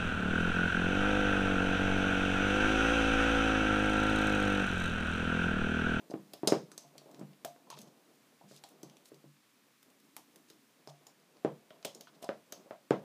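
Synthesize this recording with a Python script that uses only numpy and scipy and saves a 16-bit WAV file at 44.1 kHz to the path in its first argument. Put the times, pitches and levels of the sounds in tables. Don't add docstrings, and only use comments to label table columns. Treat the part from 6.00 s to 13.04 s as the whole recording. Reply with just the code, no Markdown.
import sys
import numpy as np
from scipy import signal
from scipy.fft import rfft, irfft
from scipy.io import wavfile
from scipy.ndimage import uniform_filter1d

SR = 44100
rng = np.random.default_rng(int(sys.argv[2]) if len(sys.argv) > 2 else 0)


def int16_out(signal):
    q = np.round(np.clip(np.atleast_2d(signal).T, -1, 1) * 32767)
    wavfile.write(sys.argv[1], SR, q.astype(np.int16))


N = 310447


def undb(db):
    return 10 ** (np.asarray(db) / 20)


def unit(x):
    return x / np.sqrt(np.mean(x ** 2))


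def coloured(n, points):
    hz, db = np.transpose(points)
    noise_hz = np.fft.rfftfreq(n, 1 / SR) + 1
    shape = undb(np.interp(np.log(noise_hz), np.log(hz), db))
    return unit(irfft(rfft(rng.standard_normal(n)) * shape, n))


def ring(t, hz, t60):
    return np.sin(2 * np.pi * hz[:, None] * t) * 1000 ** (-t / t60[:, None])


def add(track, s, sound):
    i = int(s * SR)
    track[i:i + len(sound)] += sound[:N - i]


def walk(rate):
    k = int(SR / rate)
    steps = np.repeat(rng.standard_normal(N // k + 1), k)
    return uniform_filter1d(steps, k)[:N]


# start_s (before KNOCK_DELAY_S), peak_db (direct blow without boom),
# pitch_hz (tones near it ring most), boom_db and edge_db (table boom and sharp edge, before their fades,
# relative to the blow), share (free ringing, 0-1)
LOOM_KNOCKS = [(0.096, -37, 330, -32, -37, 0.6), (0.111, -34, 560, -25, -26, 0.55),
               (0.135, -23.5, 334, -20.5, -19, 0.64), (0.333, -39.5, 543, -36, -12, 0.45),
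               (0.429, -22, 323, -30, -39, 0.23), (0.47, -19, 470, -29, -35, 0.87),
               (0.481, -22.5, 442, -35, -26, 0.24), (0.518, -10.5, 369, -19.5, -10, 0.37),
               (0.713, -42.5, 377, -17, 10, 0.65), (0.774, -51, 610, -30, -14, 0.75),
               (0.836, -50.5, 730, 3, -25, 0.85), (0.95, -47.5, 596, 0, -33, .8),
               (1.013, -47.5, 630, -10, -27, 0.73), (1.055, -46, 555, -23, -25, 0.8),
               (1.088, -48, 624, -30, -22, 0.8), (1.137, -46.5, 270, 1, -29, 0.05),
               (1.188, -39, 323, -22, -28, 0.5), (1.208, -33, 243, -1, -15, 0.29),
               (1.444, -29.5, 690, -17.5, -2, 0.77), (1.558, -46.5, 640, -19, 1, 0.48),
               (1.668, -54, 980, -22, -10, 1), (1.699, -38.5, 1020, -14, -4, 0.52),
               (1.722, -41, 1020, 1, -14, 0.87), (1.77, -42, 580, -19, 2, 0.9),
               (1.789, -45.5, 205, -6, -21, 0.29), (1.867, -53, 220, -7, -24, 0.3),
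               (2.408, -47, 690, -24, -22, 0.4), (2.436, -48, 263, -17, -27, 0.83),
               (2.508, -43.5, 514, -2.5, -0.5, 0.6), (2.634, -41.5, 653, -27, -1, 0.29),
               (2.829, -38, 297, -4, -42, 0.24), (3.114, -42, 396, -5, -14, 0.86),
               (3.237, -46, 296, 6, -25, 0.5), (4.162, -42.5, 814, -38, 0, 0.35),
               (4.5, -48.5, 403, -40.5, 2, 0.86), (4.87, -36.5, 620, -1, -26, 0.43),
               (5.063, -52.5, 720, -9, -18, .25), (5.444, -16.5, 396, -14, -15.5, 0.42),
               (5.703, -41.5, 606, -28, 1, 0.53), (5.847, -30, 480, -24, -40, 0.46),
               (5.95, -48.5, 323, -32, -21, 0), (6.002, -47.5, 570, -11, -5, 0.8),
               (6.068, -45, 1280, -9, -14, 0.33), (6.221, -39, 650, -37, -21, 0.96),
               (6.237, -35, 630, -30, -17, 0.38), (6.287, -21, 503, -31, 0.5, 0.4),
               (6.521, -35.5, 587, -37, 6, 0.62), (6.656, -48, 424, -33, -24, 0.07),
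               (6.705, -30.5, 528, -37, 0, 0.16), (6.904, -12, 402, -26, -8, 0.35)]
# pitch_hz (before a small random detune),
# level_db (relative, before weighting by the blow), t60_s (time to fade 60 dB)
LOOM_TONES = [(197.7, 23.5, 0.43), (269, -14.5, 0.19), (292, 8, 0.082), (323, 9, 0.19), (396, 4, 0.24),
              (433.4, 17, 0.11), (542, 3, 0.086), (620, 2, 0.089), (701.4, 3, 0.36), (813, -25.5, 0.041),
              (994, 2, 0.06), (1020, 6.5, .12), (1200, -31, 0.076), (1286, 7.5, 0.053)]
KNOCK_DELAY_S = 0.0043
BOOM_HZ, BOOM_T60_S, BOOM_SWING_S = 146, 0.23, 0.06
KNOCK_ROOM_DB, KNOCK_ROOM_DB_PER_OCTAVE = 2, -2.5
RING_ROOM_DB = -4.5
PUFF_S = 0.0027


def knocks(heard):
    out, t = np.zeros(N), np.arange(SR // 2) / SR
    hz, db, t60 = np.transpose(LOOM_TONES)
    chance = rng.random((len(LOOM_KNOCKS), len(LOOM_TONES) + 1))
    for (s, peak_db, pitch, boom_db, edge_db, share), (spot, *detune) in zip(LOOM_KNOCKS, chance):
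        octaves = 0.6 - 0.18 * share
        reach = np.exp(-(np.log2(hz / pitch) / octaves) ** 2)
        detuned_hz = hz * (1 + 0.013 * (np.array(detune) - 0.5))
        tones = (undb(db) * reach) @ ring(t, detuned_hz, t60)

        thud_hz = (1.25 - 0.37 * share) * pitch
        thud, edge, boom = ring(t, np.array([thud_hz, 1400, BOOM_HZ]),
                                np.array([0.022, 0.0035, BOOM_T60_S]))
        boom = boom * (1 - np.exp(-t / BOOM_SWING_S))
        blow = (1 - share) * thud + share * tones / np.abs(tones).max()
        blow = blow / np.abs(blow).max() + undb(edge_db) * edge

        puff = (1 - share) * thud * np.exp(-t / PUFF_S)
        to_walls = puff + share * thud + undb(edge_db - 6) * edge
        wet_db = KNOCK_ROOM_DB + KNOCK_ROOM_DB_PER_OCTAVE * np.log2(pitch / 400)
        wet_db += RING_ROOM_DB * (share - 0.45)
        sound = heard(blow, to_walls, spot, wet_db)
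        sound[:len(t)] += undb(boom_db) * boom
        add(out, s + KNOCK_DELAY_S, -undb(peak_db) * sound)
    return out


# start_s, peak_db (direct sound), pitch_hz,
# rattle_ms (time for the ticks to fade to about a third), reach_octaves (crack's reach above the pitch)
PEG_CLICKS = [(0.1072, -45.5, 5010, 3.5, 0.66), (0.3346, -37, 5340, 4.2, 1.7),
              (0.4736, -14.5, 5240, 5.25, 0.55), (0.5215, -31, 5860, 1.9, 1.5),
              (0.7169, -41.5, 6430, 3, 0.59), (0.7782, -32, 6300, 1.9, 0.35), (0.98, -38, 4670, 2.9, 1.02),
              (1.1139, -51, 8200, 2.6, 1.7), (1.1454, -46, 3800, 1.2, 0.62), (1.1942, -48, 8300, 1.9, 1.2),
              (1.3322, -56, 2890, 3, 0.42), (1.448, -28, 8450, 3.6, 2.9), (1.702, -34, 6630, 3, 0.73),
              (1.7894, -37, 6500, 1.1, 1.6), (1.816, -42, 6470, 2.1, 1.3), (2.5628, -46, 3940, 1.9, 1.5),
              (2.638, -41.5, 4470, 2.5, 0.85), (2.6674, -56, 6280, 2.2, 1.6), (2.689, -48, 2980, 3.4, 2.2),
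              (2.831, -37.5, 6380, 2.5, 0.96), (2.898, -46, 3180, 1.4, 1.2), (2.969, -46, 3660, 2, 1.36),
              (3.0566, -46, 4500, 2.5, 0.91), (3.1439, -50, 6440, 3.3, 1.3), (3.829, -48.5, 2510, 1.1, 2.8),
              (3.902, -51.5, 2860, 1.7, 2.7), (4.0006, -54, 5270, 2.2, 1.5),
              (4.166, -28.5, 3270, 1.97, 2.8), (4.359, -44, 4260, 2.7, 3.8),
              (4.5007, -43.5, 5400, 2.2, 1.3), (4.8744, -39.5, 5320, 0.91, 0.35),
              (5.068, -40.5, 7250, 2, 1.2), (5.1996, -56.5, 5200, 1.8, 1.1),
              (5.3685, -54.5, 2620, 2.6, 0.85), (5.7051, -46.5, 2860, 3.5, 0.21),
              (5.8273, -44, 3020, 3.9, 0.87), (5.8483, -26, 3350, 4.2, 1.24),
              (5.8529, -28.5, 5450, 1.3, 1.6), (5.9485, -39.5, 7100, 2, 1.28),
              (6.0092, -36.5, 6560, 2, 1.7), (6.226, -39.5, 3470, 5.8, 1.45), (6.243, -40.5, 5130, 3.4, 1),
              (6.2902, -40.5, 2600, 3.1, 0.74), (6.523, -30, 6550, 2.8, 1.53),
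              (6.907, -38.5, 2600, 1.6, 1.4)]
# ratio (times the click's pitch), level_db (relative), t60_s (time to fade 60 dB)
PEG_TONES = [(.8, -6, .003), (1.0, 0, .0045), (1.22, -3, .003), (1.6, -10, .003)]
BARE, BARE_PER_OCTAVE = 0.19, 0.24
CLICK_ROOM_DB, CLICK_ROOM_DB_PER_OCTAVE = -0.2, -0.5
CRACK_BELOW, CRACK_BELOW_PER_OCTAVE, CRACK_BELOW_SHARE = 0.18, 0.82, 0.59


def clicks(heard):
    out, t = np.zeros(N), np.arange(1024) / SR
    ratio, db, t60 = np.transpose(PEG_TONES)
    grit = rng.standard_normal((len(PEG_CLICKS), 2, len(t)))
    spots = rng.random(len(PEG_CLICKS))
    for (s, peak_db, pitch, rattle_ms, above), (a, b), spot in zip(PEG_CLICKS, grit, spots):
        ticks = a * np.abs(b) * np.exp(-t * 1000 / rattle_ms)
        ticks[0] = 1.5
        peg = undb(db) @ ring(t, ratio * pitch, t60)

        below = CRACK_BELOW + CRACK_BELOW_PER_OCTAVE * np.log2(pitch / 5000) + CRACK_BELOW_SHARE * above
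        below = max(below, 0.1)
        edges_hz = np.clip(pitch * 2 ** np.array([-below, above]), 300, 19000)
        band = signal.butter(2, edges_hz, "band", fs=SR, output="sos")
        crack = signal.sosfilt(band, t == 0)

        bare = np.clip(BARE + BARE_PER_OCTAVE * above, 0, 1)
        tick = (1 - bare) * peg / np.linalg.norm(peg) + bare * crack / np.linalg.norm(crack)
        click = signal.fftconvolve(ticks, tick)[:len(t)]
        wet_db = CLICK_ROOM_DB + CLICK_ROOM_DB_PER_OCTAVE * above
        add(out, s, undb(peak_db) * heard(click, tick, spot, wet_db))
    return out


# time_s, level_db (average level, around which the scrape wavers)
LOOM_DRAG = [(0.0, -68.5), (0.17, -65), (0.42, -71), (0.53, -58), (0.84, -67), (1.17, -61.5), (1.53, -74.5),
             (1.78, -63), (2.08, -70), (2.45, -72.5), (2.56, -66), (2.74, -69.5), (2.87, -65),
             (3.12, -64.5), (3.31, -74), (4.78, -70), (5.55, -64.5), (6.35, -69), (6.61, -59.5),
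             (6.75, -74), (7.04, -60)]


def dragging():
    t = np.arange(N) / SR
    scrape = coloured(N, [(90, -39), (146, 9.0), (300, 10.0), (650, 6.5), (1100, -2), (3000, -34.0)])
    scrape = unit(scrape * undb(4.3 * walk(23)))
    return scrape * undb(np.interp(t, *np.transpose(LOOM_DRAG)))


# start_s, end_s, level_db (before fades and grain), centre_hz
PEG_RUBS = [(0.095, 0.123, -69, 4930), (0.794, 0.904, -75, 5000), (1.694, 1.766, -61, 3270),
            (1.76, 1.797, -60, 4170), (1.79, 1.84, -65.5, 5570), (1.867, 1.89, -67.5, 4370),
            (2.465, 2.614, -64, 4900), (2.642, 2.733, -72, 9000), (3.041, 3.102, -65.5, 6900),
            (4.477, 4.526, -69.5, 4930), (4.884, 4.908, -61.5, 4370), (6.065, 6.099, -66, 3200),
            (6.137, 6.165, -69.5, 3670), (6.218, 6.244, -58.5, 7000)]
RUB_OCTAVES, RUB_WIDENING = 1.3, 0.79


def rubbing():
    out = np.zeros(N)
    grain = undb(2.5 * walk(440))
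    for start, end, db, hz in PEG_RUBS:
        octaves = RUB_OCTAVES + RUB_WIDENING * np.log2(hz / 5000)
        near, far = 2 ** (octaves / 2), 4 ** octaves
        i, n = int(start * SR), int((end - start) * SR)
        rub = coloured(8192, [(hz / far, -30), (hz / near, -3), (hz, 0), (hz * near, -3), (hz * far, -30)])
        fade = signal.windows.tukey(n, 0.5)
        add(out, start, undb(db) * rub[:n] * fade * grain[i:i + n])
    return out


# delay_ms, level_db (before each sound's own room level is added)
NEAR_ECHOES = [(3.3, -12.5), (6.5, -28.5), (12.5, -20), (29, -23.5)]
# centre_hz, level_db (before the scaling in room()), t60_s (time to fade 60 dB)
ROOM_TAIL = [(208, -16.5, 0.33), (519, -20.5, 0.25), (1087, -6, 0.19), (2963, -13.5, 0.23),
             (5860, -13.5, 0.27), (11830, -16, 0.23)]


def room():
    t = np.arange(SR // 3) / SR
    bands = np.array([coloured(2 * SR, [(hz / 3, -40), (hz / 1.826, -3), (hz, 0),
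                                        (hz * 1.19, -3), (hz * 3, -40)])
                      for hz, _, _ in ROOM_TAIL])
    hz, db, t60 = (column[:, None] for column in np.transpose(ROOM_TAIL))
    fade = undb(db - 24) * np.sqrt(hz / 10000) * 1000 ** (-t / t60)
    fade = fade * (1 - np.exp(-t / 0.00022))

    def heard(sound, radiated, spot, wet_db):
        i = int(spot * SR)
        out = np.zeros(len(t) + len(sound))
        power = np.sqrt(np.sum(sound ** 2) / np.sum(radiated ** 2))
        response = (bands[:, i:i + len(t)] * fade).sum(axis=0)
        tail = signal.fftconvolve(radiated * power, response)
        out[:len(tail)] = undb(wet_db) * tail
        out[:len(sound)] += sound
        for ms, echo_db in NEAR_ECHOES:
            k = int(ms * SR / 1000)
            out[k:k + len(sound)] += undb(echo_db + wet_db) * sound
        return out / np.abs(sound).max()
    return heard


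# time_s, level_db
HUM_LEVEL = [(0, -68.5), (3.6, -76.5), (4.1, -68.5), (4.7, -71), (5, -95), (7.04, -73.5)]
HUM_HZ = 300.7


def hum():
    noise = coloured(N, [(HUM_HZ / 2, -30), (HUM_HZ / 1.42, -6), (HUM_HZ, 0),
                         (HUM_HZ * 1.09, -8), (HUM_HZ * 2, -30)])
    return noise * undb(np.interp(np.arange(N) / SR, *np.transpose(HUM_LEVEL)))


# pitch_hz, level_db (relative)
HUSH_COLOUR = [(59, -44), (100, -3), (135, -4.5), (433, -16.5), (570, -22.5), (621, -23.5), (910, -10.5),
               (1100, -7), (1420, -8.5), (2470, -9), (2930, -11), (3120, -10.5), (14700, -19),
               (16000, -19.5)]
HUSH_DB = -70


def hush():
    return coloured(N, HUSH_COLOUR) * undb(HUSH_DB + 0.5 * walk(3.9))


def scene():
    heard = room()
    handling = knocks(heard) + clicks(heard) + dragging() + rubbing()
    return (handling + hum() + hush())[None]


TOP_HZ = 15400


def record(dry):
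    bass_cut = signal.cheby2(5, 32, 85., "high", fs=SR, output="sos")
    top_cut = signal.ellip(10, .2, 60, TOP_HZ, fs=SR, output="sos")
    rumble = undb(-102) * coloured(N, [(25, -8.5), (60, 13.5), (100, 6), (200, -41)])
    return signal.sosfilt(top_cut, signal.sosfilt(bass_cut, dry) + rumble)


dry = scene()
out = record(dry)
int16_out(out)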